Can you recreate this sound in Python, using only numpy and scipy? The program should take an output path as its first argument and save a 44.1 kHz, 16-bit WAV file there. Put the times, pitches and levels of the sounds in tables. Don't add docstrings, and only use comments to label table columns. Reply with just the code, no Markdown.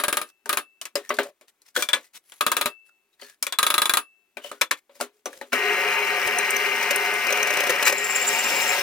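import sys
import numpy as np
from scipy import signal
from scipy.fft import rfft, irfft, next_fast_len
from scipy.io import wavfile
from scipy.ndimage import uniform_filter1d

SR = 44100
rng = np.random.default_rng(int(sys.argv[2]) if len(sys.argv) > 2 else 0)


def unload_audio(sound):
    columns = np.transpose(np.atleast_2d(sound))
    steps = np.round(np.clip(columns, -1, 1) * 32767)
    wavfile.write(sys.argv[1], SR, steps.astype(np.int16))


N = 388962
T = np.arange(N) / SR


# pitch_hz, level_db, decay_s (time to fade by 60 dB)
IRON_MODES = [(260, -30, 0.11), (403, -23.5, .12), (601, -13.5, 0.067), (944, -14, 0.099),
              (1058, -11, 0.074), (1180, -11.5, 0.14), (1238, -4, 0.098), (1285, -4, 0.04), (1610, -7, 0.1),
              (1870, -20.5, .07), (2403, -4.5, 0.034), (2790, -9.5, 0.038), (3440, -6, 0.09),
              (3800, -9, 0.053), (3990, -3, 0.038), (5260, -25.5, 0.1), (6620, -13, 0.06),
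              (7450, -16.5, 0.055), (8300, -18.5, 0.054), (9700, -12.5, 0.072), (12400, -15, 0.044)]
# pitch_hz, level_db
CLANG_COLOUR = [(35, -64), (60, -31.5), (396, -21.5), (822, -15), (1260, -3.5), (2010, -10), (3990, -8.5),
                (5950, -21), (10200, -15), (15300, -21.5), (16800, -37)]
# ends_by_s, column_db, hammer_head_db, low_db, middle_db, upper_db
HAMMER_SPOTS = [(0.3, -40.5, -18, 4.5, -3, -11), (1.5, -40.5, -22, 2, -1, -8),
                (3.1, -32.5, -27.5, 5, 2, -2), (4.5, -40.5, -18, -5, 0.5, 2)]
# start_s, level_db
HAMMER_BLOWS = [(0.037, -9), (0.082, -10), (0.127, -10), (0.17, -9), (0.215, -17), (0.493, -9.5),
                (0.528, -10.5), (0.572, -8.5), (2.409, -9.5), (2.465, -7.5), (2.517, -9.5), (2.567, -9),
                (2.612, -9), (2.658, -9.5), (3.587, -6.5), (3.6293, -6.5), (3.666, -7.5), (3.703, -7.5),
                (3.741, -8), (3.78, -7.5), (3.818, -7.5), (3.856, -10), (3.895, -7), (3.937, -6.5),
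                (3.971, -7)]

def hammer():
    out, t, clang = np.zeros((2, N)), T[:SR], noise(CLANG_COLOUR)
    dull = shape(clang, [(150, -10), (300, 1), (2000, -3.5), (4200, -9.5), (5500, -7.5), (12000, -12.5)])
    boom = unit(shape(clang, [(190, -23), (260, -1), (620, -8.5), (900, -29.5)]))
    hz, mode_db, decay_s = (c[:, None] for c in np.transpose(IRON_MODES))
    low, middle, upper = hz < 700, (hz > 700) & (hz < 1500), (hz > 3000) & (hz < 9000)
    fades = 1000. ** (-t / decay_s) * gain(mode_db)
    column = tone(2647, t) * fall(t, decay_s=0.7)
    head = tone(10300, t) * fall(t, decay_s=0.13)
    tick = noise([(1500, -18.5), (3500, -2.5), (12000, 3), (17000, -2.5)])
    blows = [(-0.0046, -11)] + list(HAMMER_BLOWS)
    next_starts = [blow[0] for blow in HAMMER_BLOWS] + [T[-1]]
    for (start_s, db), next_s in zip(blows, next_starts):
        spot = next(row[1:] for row in HAMMER_SPOTS if start_s < row[0])
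        column_db, head_db, low_db, middle_db, upper_db = spot
        force, flip, detune = rng.standard_normal((3, len(IRON_MODES), 1))
        strength = np.sign(flip) * gain(2.5 * force + low_db * low + middle_db * middle + upper_db * upper)
        rings = fades * tone(hz * (1 + 0.0044 * detune), t)
        x = gain(-12) * np.sum(strength * rings, axis=0) + gain(column_db) * column + gain(head_db) * head
        x *= np.clip((next_s - start_s - t) / 0.002 + 1, 0, 1)
        i = rng.integers(N - SR)
        piece = slice(i, i + SR)
        x += gain(-15) * (clang[piece] * fall(t, 0.057) + dull[piece] * fall(t, 0.12))
        x += gain(low_db - 32.5) * boom[piece] * fall(t, 0.13, rise_s=0.0072)
        x += gain(-5) * tick[piece] * fall(t, 0.008, rise_s=0.0001)
        add(out, start_s, gain(db) * x)
    bass_trim = [(50, -6.5), (170, -1), (250, 1.5), (1000, 1)]
    return np.array([shape(x, bass_trim) for x in out])


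MOTOR_ON_S, BUZZ_HZ = 5.52, 99.56

def drill_press():
    running_s = np.maximum(T - MOTOR_ON_S, 0)
    fade_in = np.clip(running_s / 0.0183, 0, 1)
    jerk_db = 12.5 * np.exp(-running_s / 0.021)
    seize = np.exp(-((T - 7.878) / 0.017) ** 2)
    phase = wavering_phase(BUZZ_HZ, spread=0.00056, rate_hz=6)
    return fade_in * (motor_buzz(phase) + gear_rattle(phase, running_s, jerk_db + 12 * seize)
                      + teeth_hiss(jerk_db + 17 * seize) + bench_rumble())


# multiple (of BUZZ_HZ), level_db
BUZZ_TONES = [(4, -45.5), (12, -38.5), (13, -54), (15, -40), (16, -39), (17, -45.5), (19, -37), (21, -34.5),
              (23, -39), (24, -43), (27, -39.5), (29, -50.5)]
# pitch_hz, level_db
DRIVE_WHINES = [(748.3, -49), (775.2, -49), (796.7, -48), (888.2, -51)]

def motor_buzz(phase):
    dip_db = -3 * np.clip((T - 7.65) / 0.25, 0, 1)
    buzz = sum(gain(db + 1.5 + dip_db * (k < 22) + 2 * wander(5)) * np.sin(k * phase + 7 * rng.random())
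               for k, db in BUZZ_TONES)
    return buzz + sum(gain(db + 0.5 + 0.83 * wander(5)) * np.sin(hz / BUZZ_HZ * phase)
                      for hz, db in DRIVE_WHINES)


HEAD_PITCHES = [1085, 1290, 1385, 1680, 1880, 1975, 2270, 2360, 2467, 2750, 2885, 2960, 4055, 1900]
# width_hz, level_db
HEAD_RINGS = [(18, -12), (14, -12.5), (14.1, -11), (27.6, -4), (40, -1), (30, -0.5), (30, 2.5), (80.6, 3.5),
              (22.2, 2.5), (145, 7), (20, -14), (18, -13.5), (45, 16), (1990, 9.5)]
# pitch_hz, width_hz, level_db
CASE_RINGS = [(261, 42, -15), (552, 67, -1.5), (620, 52, -3.5), (721, 56, -1.5), (913, 72, 0),
              (1042, 53, -5.5)]
# time_s, level_db
GEAR_LOAD = [(5.6, -23.5), (5.7, -21.5), (5.95, -22.5), (6.75, -23.5), (6.93, -21.5), (7.18, -25.5),
             (7.3, -21.5), (7.65, -23.5), (7.84, -21.5), (7.92, -26), (8.3, -23), (8.76, -22),
             (8.82, -24.5)]
# time_s, level_db
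COVER_HUM = [(5.56, -50), (5.59, -31), (5.72, -29.5), (5.9, -37), (7.0, -37.5), (8.8, -42)]

def gear_rattle(phase, running_s, boost_db):
    rattle = rng.standard_normal(N) * gain(1.1 * np.cos(phase) + 0.95 * wander(200))
    head = sum(gain(db + 0.92 * wander(12)) * unit(ring(rattle, hz, width))
               for hz, (width, db) in zip(HEAD_PITCHES, HEAD_RINGS))
    head = unit(shape(head, [(500, -50), (1000, 11), (2900, 5), (3300, -2), (6000, -37.5)]))
    case = unit(sum(gain(db + 1.6 * wander(11)) * ring_twice(rattle, hz, width, 3 * width)
                    for hz, width, db in CASE_RINGS))
    cover = ring_twice(rattle, 410.6, 26, 78)
    load_db = curve(GEAR_LOAD)
    case_db = load_db - 12.5 + 0.59 * running_s
    return gain(load_db + boost_db - 3.5) * head + gain(case_db) * case + gain(curve(COVER_HUM) - 1.5) * cover


# pitch_hz, level_db
HISS_COLOUR = [(1760, -20.5), (3000, -34.5), (3100, -4), (3740, -5), (3920, -6), (4060, -17), (4350, -6),
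               (5530, -2.5), (7180, -12.5), (9390, -11.5), (10800, -14.5), (12700, -12.5), (15500, -17)]
# time_s, level_db
CUT_LEVELS = [(5.6, -40), (6.75, -39.5), (7.3, -39), (7.65, -38.5), (7.97, -40.5), (8.3, -34), (8.76, -32)]

def teeth_hiss(boost_db):
    chips = 1 + gain(25) * grains(per_second=250, spread_db=2, samples=80)
    hiss = noise(list(HISS_COLOUR[:-1]) + [(15700, -12), (15900, -53)])
    flutter_db = 0.84 * wander(60) + 0.51 * wander(260)
    return gain(curve(CUT_LEVELS) + boost_db + flutter_db) * chips * hiss


# pitch_hz, width_hz, level_db
CUP_RINGS = [(6076, 200, 0), (8800, 2800, -6), (12800, 380, -7), (14200, 200, -9)]
# start_s, level_db, pitch_hz, jolt_db
TOOTH_CATCHES = [(6.2741, -15, 8500, 0.5), (6.3854, -7.5, 8900, -21), (6.505, -3.5, 8780, -25),
                 (6.5643, -6, 5900, -16), (6.8274, -18.5, 6200, 2), (6.9087, -8.5, 6000, 2),
                 (6.9596, -5, 9150, -9.5), (7.1384, -14, 9250, -23), (7.2686, -11.5, 5100, -5),
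                 (7.3038, -23, 5790, 8), (7.3248, -7.5, 6060, -5.5), (7.372, -16.5, 6040, 0),
                 (7.4282, -7, 5870, -8), (7.6954, -15, 6200, 5.5), (7.8266, -7, 5110, -1),
                 (7.854, -5, 7260, -17), (7.8685, -13, 7310, -1), (7.8969, -7, 5200, -2),
                 (7.9254, -9.5, 5060, -2)]

def teeth_catching(white):
    out, t = np.zeros((2, N)), T[:SR // 10]
    cup = [gain(db) * ring_twice(white, hz, width, 2 * width) for hz, width, db in CUP_RINGS]
    jolt = noise([(120, -48.5), (300, -4), (1000, 0.5), (2500, 1), (4000, -6), (15500, -13), (16000, -40)])
    jolt += gain(-4.5) * unit(ring(white, hz=543, width_hz=90))
    chatter = [(7.472 + k * 0.033, -17.5 + 2.6 * rng.standard_normal(), 5900, 5)
               for k in range(8)]
    swell = bump(t, peak_s=0.0048)
    for start_s, db, hz, jolt_db in list(TOOTH_CATCHES) + chatter:
        here = slice(int(start_s * SR), int(start_s * SR) + len(t))
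        rings = sum(gain(-22.5 + 1.1 * rng.standard_normal()) * mode[here] for mode in cup)
        rings += gain(-20.5) * ring_twice(white[here], hz, 580, 1300)
        burst = rings * swell ** 4 + gain(jolt_db - 12) * jolt[here] * swell ** 2
        add(out, start_s - 0.003, gain(db) * burst)
    return out


# time_s, level_db
SQUEAL_LEVELS = [(7.99, -20.5), (8.16, -13), (8.33, -11.5), (8.5, -15), (8.6, -18), (8.7, -16), (8.75, -19)]
# time_s, level_db
RIM_SHRIEKS = [(7.85, -19), (7.8725, -7), (8.046, -16), (8.103, -18), (8.157, -8), (8.275, -9), (8.696, -8)]
SQUEAL_HZ, TURN_S = 7330, 0.0575

def rim_squeal(white):
    loudness = gain(-45) * ((T > RIM_SHRIEKS[0][0]) & (T < SQUEAL_LEVELS[-1][0]))
    turns = 7.983 + TURN_S * np.arange(14)
    swells = [(s, np.interp(s, *np.transpose(SQUEAL_LEVELS)), 0.015) for s in turns]
    shrieks = [(s, db, 0.0085) for s, db in RIM_SHRIEKS]
    for time_s, db, peak_s in swells + shrieks:
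        loudness += gain(db - 16.5) * bump(T - time_s + 0.0071, peak_s) ** 2
    phase = wavering_phase(SQUEAL_HZ, spread=0.0052, rate_hz=280)
    grind = unit(ring(white, SQUEAL_HZ, width_hz=600))
    squeal = np.sin(phase) + gain(-17) * np.sin(2 * phase) + gain(-6.5) * grind
    return loudness * gain(2.9 * wander(300)) * squeal


# pitch_hz, level_db, decay_s
WOOD_MODES = [(254, -12, 0.13), (407.6, -8, 0.15), (600, -3.5, 0.074), (862, -2.5, 0.048), (1215, -2, .07),
              (1540, -4.5, .04), (2030, -4.5, 0.053), (2740, -1.5, .03)]
# pitch_hz, level_db, decay_s
TOOL_MODES = [(1470, -5, 0.058), (1685, -6, 0.075), (2356, -6.5, 0.1), (2670, -12, 0.073), (3281, -3, 0.05),
              (3450, -5, 0.1), (4030, -6.5, 0.04), (8100, -16, .06)]
OBJECT_SOUNDS = {"block": (-21.5, -20.5, -19, 0.1478), "wrench": (-31.5, -17, -22, 0.0864),
                 "clamp": (-30.5, -22, -44, 0.1129), "bench": (-10.5, -11.5, -41, 0.16),
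                 "spanner": (-32, -18, -12, 0.1274), "box": (-8, -31, -45.5, 0.1551)}
# start_s, object, level_db, pitch_hz, thud_hz, bright_db
OBJECT_KNOCKS = [(0.458, "block", -20.5, 1575, 910, -16.5), (0.814, "clamp", -15, 3000, 638, -12.5),
                 (0.854, "wrench", -17, 2860, 633, -11), (0.955, "block", -5, 5020, 566, -16),
                 (1.092, "clamp", -13.5, 5880, 880, -15), (1.104, "block", -5.5, 1154, 608, -45),
                 (1.141, "clamp", -28, 4650, 596, -4.5), (1.168, "clamp", -25.5, 3660, 594, -12),
                 (1.187, "block", 1, 1560, 630, -28.5), (1.232, "clamp", -26.5, 1160, 600, -5),
                 (1.411, "bench", -43, 2300, 625, -8), (1.618, "clamp", -44, 4100, 396, -8),
                 (1.753, "wrench", -32.5, 5430, 503, -10.5), (1.763, "spanner", -7.5, 1530, 485, -12),
                 (1.772, "box", -18, 1500, 495, -25), (1.802, "wrench", -25, 1590, 566, -13),
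                 (1.823, "spanner", -10, 1237, 600, -6), (1.888, "spanner", -8.5, 3440, 584, -16.5),
                 (1.932, "spanner", -2.5, 3470, 610, -16.5), (1.938, "spanner", -12.5, 2310, 620, -14),
                 (1.946, "wrench", -18, 1690, 620, -20), (1.969, "box", -34, 608, 538, -14),
                 (2.32, "wrench", -25, 3200, 870, -14.5), (3.198, "wrench", -35, 1863, 899, -31),
                 (3.221, "block", -25.5, 3070, 556, -35), (3.426, "wrench", -9.5, 5140, 630, -4.5),
                 (3.467, "wrench", -8.5, 2420, 563, -12.5), (3.524, "wrench", -7, 3820, 635, -16),
                 (4.37, "block", -17, 2410, 643, -23), (4.445, "bench", -30.5, 2920, 575, -21),
                 (4.515, "block", -18, 1285, 532, -19.5), (4.612, "wrench", -6, 1506, 527, -15),
                 (4.6153, "wrench", 0, 2326, 512, -13), (4.71, "wrench", -5.5, 2140, 520, -20),
                 (4.7124, "wrench", -3, 1705, 513, -13.5), (4.894, "bench", -43.5, 947, 558, -39),
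                 (4.954, "bench", -47, 2015, 570, -7), (5.002, "block", -17.5, 845, 700, -19),
                 (5.01, "block", -10, 1392, 620, -12), (5.257, "clamp", -8.5, 6030, 625, -19.5),
                 (5.258, "box", -25.5, 1470, 541, -34), (5.262, "box", -29, 2370, 1180, -30),
                 (5.33, "clamp", -26.5, 1690, 556, -16), (5.413, "block", -17, 1850, 550, -23),
                 (5.53, "block", -4.5, 1473, 670, -17.5)]

def knocks():
    out, t = np.zeros((2, N)), T[:SR // 3]
    low = noise([(150, -25), (240, -1.5), (550, 5.5), (900, -3.5), (1500, -29)])
    body = noise([(500, -37.5), (1000, 2), (2500, -2), (4000, -5.5), (6000, -29)])
    bright = noise([(2500, -16), (4500, 3), (10000, 0), (15500, -8.5), (17000, -25)])
    tick = gain(9) * fall(t, 0.007, rise_s=0.0001)
    for start_s, thing, db, hz, thud_hz, bright_db in OBJECT_KNOCKS:
        thud_db, body_db, modes_db, decay_s = OBJECT_SOUNDS[thing]
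        here = slice(int(start_s * SR), int(start_s * SR) + len(t))
        thud = gain(-5) * low[here] + gain(4) * tone(thud_hz, t) * fall(t, 2.2 * decay_s)
        x = gain(thud_db + 1.5) * thud * fall(t, 0.96 * decay_s, rise_s=0.00078)
        x += gain(body_db - 2.5) * body[here] * fall(t, decay_s)
        bright_fade = tick + fall(t, 0.6 * decay_s) + gain(-14.5) * fall(t, decay_s)
        x += gain(bright_db - 9) * bright[here] * bright_fade
        close_hz = hz * (1 + 0.025 * np.array([[-1], [0], [1]]) * (1 + rng.random((3, 1))))
        cluster = np.sum(gain([[-7], [0], [-7]]) * tone(close_hz, t), axis=0)
        x += gain(-10.5) * cluster * fall(t, 0.22 * decay_s, rise_s=0.00068)
        for mode_hz, mode_db, ring_s in WOOD_MODES if thing == "block" else TOOL_MODES:
            strength = gain(modes_db + mode_db + 4 * rng.standard_normal())
            x += strength * fall(t, ring_s) * tone(mode_hz * (1 + 0.008 * rng.standard_normal()), t)
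        add(out, start_s, gain(db) * x, left_db=1.5)
    return np.array([shape(x, [(190, -14), (245, -0.5)]) for x in out])


# pitch_hz, level_db
RUSTLE_COLOUR = [(200, -17.5), (500, -11), (2000, 0), (5000, -2), (11000, -6), (16000, -11.5)]
# middle_s, length_s, pitch_hz, ring_db, rustle_db
DRAG_MOVES = [(0.286, 0.042, 8500, -69, -60), (1.043, 0.11, 1837, -55.5, -62.5),
              (1.16, 0.053, 4600, -58, -59.5), (1.276, 0.05, 576, -43.5, -55.5),
              (1.491, 0.031, 1900, -70, -62), (1.682, 0.055, 5220, -67, -63),
              (1.79, 0.063, 1610, -34.5, -33), (2.013, 0.15, 1980, -70, -62),
              (2.16, 0.042, 2200, -60, -47.5), (2.329, 0.15, 11100, -62.5, -63.5),
              (2.87, 0.04, 10050, -70, -71), (2.893, 0.011, 1400, -59, -73.5),
              (3.234, 0.061, 4420, -51, -65), (3.273, 0.14, 1700, -57, -57),
              (3.141, 0.03, 3800, -70.5, -76), (4.464, 0.076, 2990, -43, -47),
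              (4.565, 0.16, 1450, -62, -64), (4.782, 0.025, 2160, -58, -57.5), (4.993, 0.13, 594, -72, -59),
              (5.17, 0.086, 417, -73, -75), (5.335, 0.13, 516, -54.5, -57), (5.477, 0.28, 410, -66, -66)]

def drags():
    ticks = gain(35) * grains(per_second=60, spread_db=3, samples=100)
    grit = gain(2.5 * wander(150)) * (1 + ticks)
    rustle, scrape, out = noise(RUSTLE_COLOUR) * grit, rng.standard_normal(N) * grit, np.zeros(N)
    for middle_s, length_s, hz, ring_db, rustle_db in DRAG_MOVES:
        here = slice(int((middle_s - length_s) * SR), int((middle_s + length_s) * SR))
        swell = np.exp(-(2 * (T[here] - middle_s) / length_s) ** 4)
        ringing = unit(ring(scrape[here], hz, 0.044 * hz))
        out[here] += swell * (gain(ring_db) * ringing + gain(rustle_db) * rustle[here])
    return out


def bench_rumble():
    colour = [(20, -7.5), (60, 2), (120, 2), (200, 18), (300, -8)]
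    rumble = np.array([noise(colour), noise(colour)])
    thump = noise([(20, -5), (150, -5), (300, -20)]) * fall(T - 6.262, 0.05, rise_s=0.0024)
    return gain(-56.5) * rumble + gain(-27) * thump


# pitch_hz, level_db
ROOM_COLOUR = [(30, -19), (120, -21.5), (230, -12), (400, -5.5), (500, -12), (800, -10.5), (2500, -11.5),
               (5000, -19), (16000, -20.5)]
# pitch_hz, level_db
FAR_TONES = [(398.4, -91), (796.7, -94.5)]

def background():
    return gain(-75.5) * noise(ROOM_COLOUR) + sum(gain(db + 4) * tone(hz, T) for hz, db in FAR_TONES)


# pitch_hz, level_db
STEREO_WIDTH = [(60, -5), (125, -7.5), (250, -10.5), (600, -16), (1290, -10.5), (2380, -12), (4400, 0),
                (15000, -1.5)]
# pitch_hz, left_minus_right_db
LEFT_LEAN = [(100, 5), (300, 3.5), (700, 2.5), (1290, -1), (2380, 8.5), (4400, 4.5), (8120, 5),
             (12000, 6.5)]

def room(sources):
    mono, t = sources.mean(axis=0), T[:SR // 2]
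    tail = shape(rng.standard_normal(len(t)), [(130, -5.5), (300, 3.5), (3000, -11), (12000, -6.5)])
    walls = gain(-13) * echo(mono, tail * fall(t - 0.004, decay_s=0.092, rise_s=0.0014))
    reflections = rng.standard_normal((2, len(t))) * fall(t, decay_s=0.01)
    paths = [echo(mono + walls, pattern) for pattern in reflections]
    blend = np.pi * wander(15)
    side = shape(np.cos(blend) * paths[0] + np.sin(blend) * paths[1], STEREO_WIDTH)
    hz, db = np.transpose(LEFT_LEAN)
    left, right = (shape(x, np.transpose([hz, sign * db / 2])) for x, sign in zip(sources + walls, (1, -1)))
    low = shape(left, [(2500, 0), (6000, -30)])
    left = left - low + np.roll(low, -3)
    return np.array([left + side, right - side])


def gain(db):
    return 10 ** (np.asarray(db) / 20)


def unit(x):
    return x / np.sqrt(np.mean(x ** 2))


def tone(hz, t):
    return np.sin(2 * np.pi * hz * t)


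def shape(x, colour):
    hz, db = np.transpose(colour)
    size = next_fast_len(len(x))
    f = np.maximum(np.arange(size // 2 + 1) * SR / size, 1)
    return irfft(rfft(x, size) * gain(np.interp(np.log(f), np.log(hz), db)), size)[:len(x)]


def noise(colour):
    return unit(shape(rng.standard_normal(N), colour))


def grains(per_second, spread_db, samples):
    clicks = (rng.random(N) < per_second / SR) * gain(spread_db * rng.exponential(size=N))
    return uniform_filter1d(clicks, size=samples)


def ring(x, hz, width_hz):
    return signal.lfilter(*signal.iirpeak(min(hz, 0.45 * SR), hz / width_hz, fs=SR), x)


def ring_twice(x, hz, width_hz, outer_width_hz):
    return unit(ring(ring(x, hz, width_hz), hz, outer_width_hz))


def echo(x, pattern):
    return signal.fftconvolve(x, pattern / np.linalg.norm(pattern))[:N]


def fall(t, decay_s, rise_s=0.0005):
    t = np.maximum(t, 0)
    return (1 - np.exp(-t / rise_s)) * 1000. 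** (-t / decay_s)


def bump(t, peak_s):
    u = np.clip(t / peak_s, 0, 50)
    return u * np.exp(1 - u)


def wander(rate_hz):
    k = int(SR / rate_hz)
    steps = np.repeat(rng.standard_normal(N // k + 1), k)
    return unit(uniform_filter1d(uniform_filter1d(steps, k), k)[:N])


def wavering_phase(hz, spread, rate_hz):
    return 2 * np.pi * np.cumsum(hz * (1 + spread * wander(rate_hz))) / SR


def curve(points):
    return np.interp(T, *np.transpose(points))


def add(out, start_s, x, left_db=0):
    i = int(round(start_s * SR))
    x = x[max(-i, 0):N - i]
    i = max(i, 0)
    out[:, i:i + len(x)] += x * gain(np.array([[left_db], [-left_db]]) / 2)


def scene():
    sources = hammer() + knocks() + drags() + drill_press()
    white = rng.standard_normal(N)
    return room(sources + teeth_catching(white) + rim_squeal(white) + background())


def record(dry):
    rounded = np.tanh(dry / 1.3) * 1.3
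    return signal.sosfilt(signal.ellip(8, 0.2, 70, 16400, fs=SR, output="sos"), rounded)


dry = scene()
out = record(dry)
unload_audio(out)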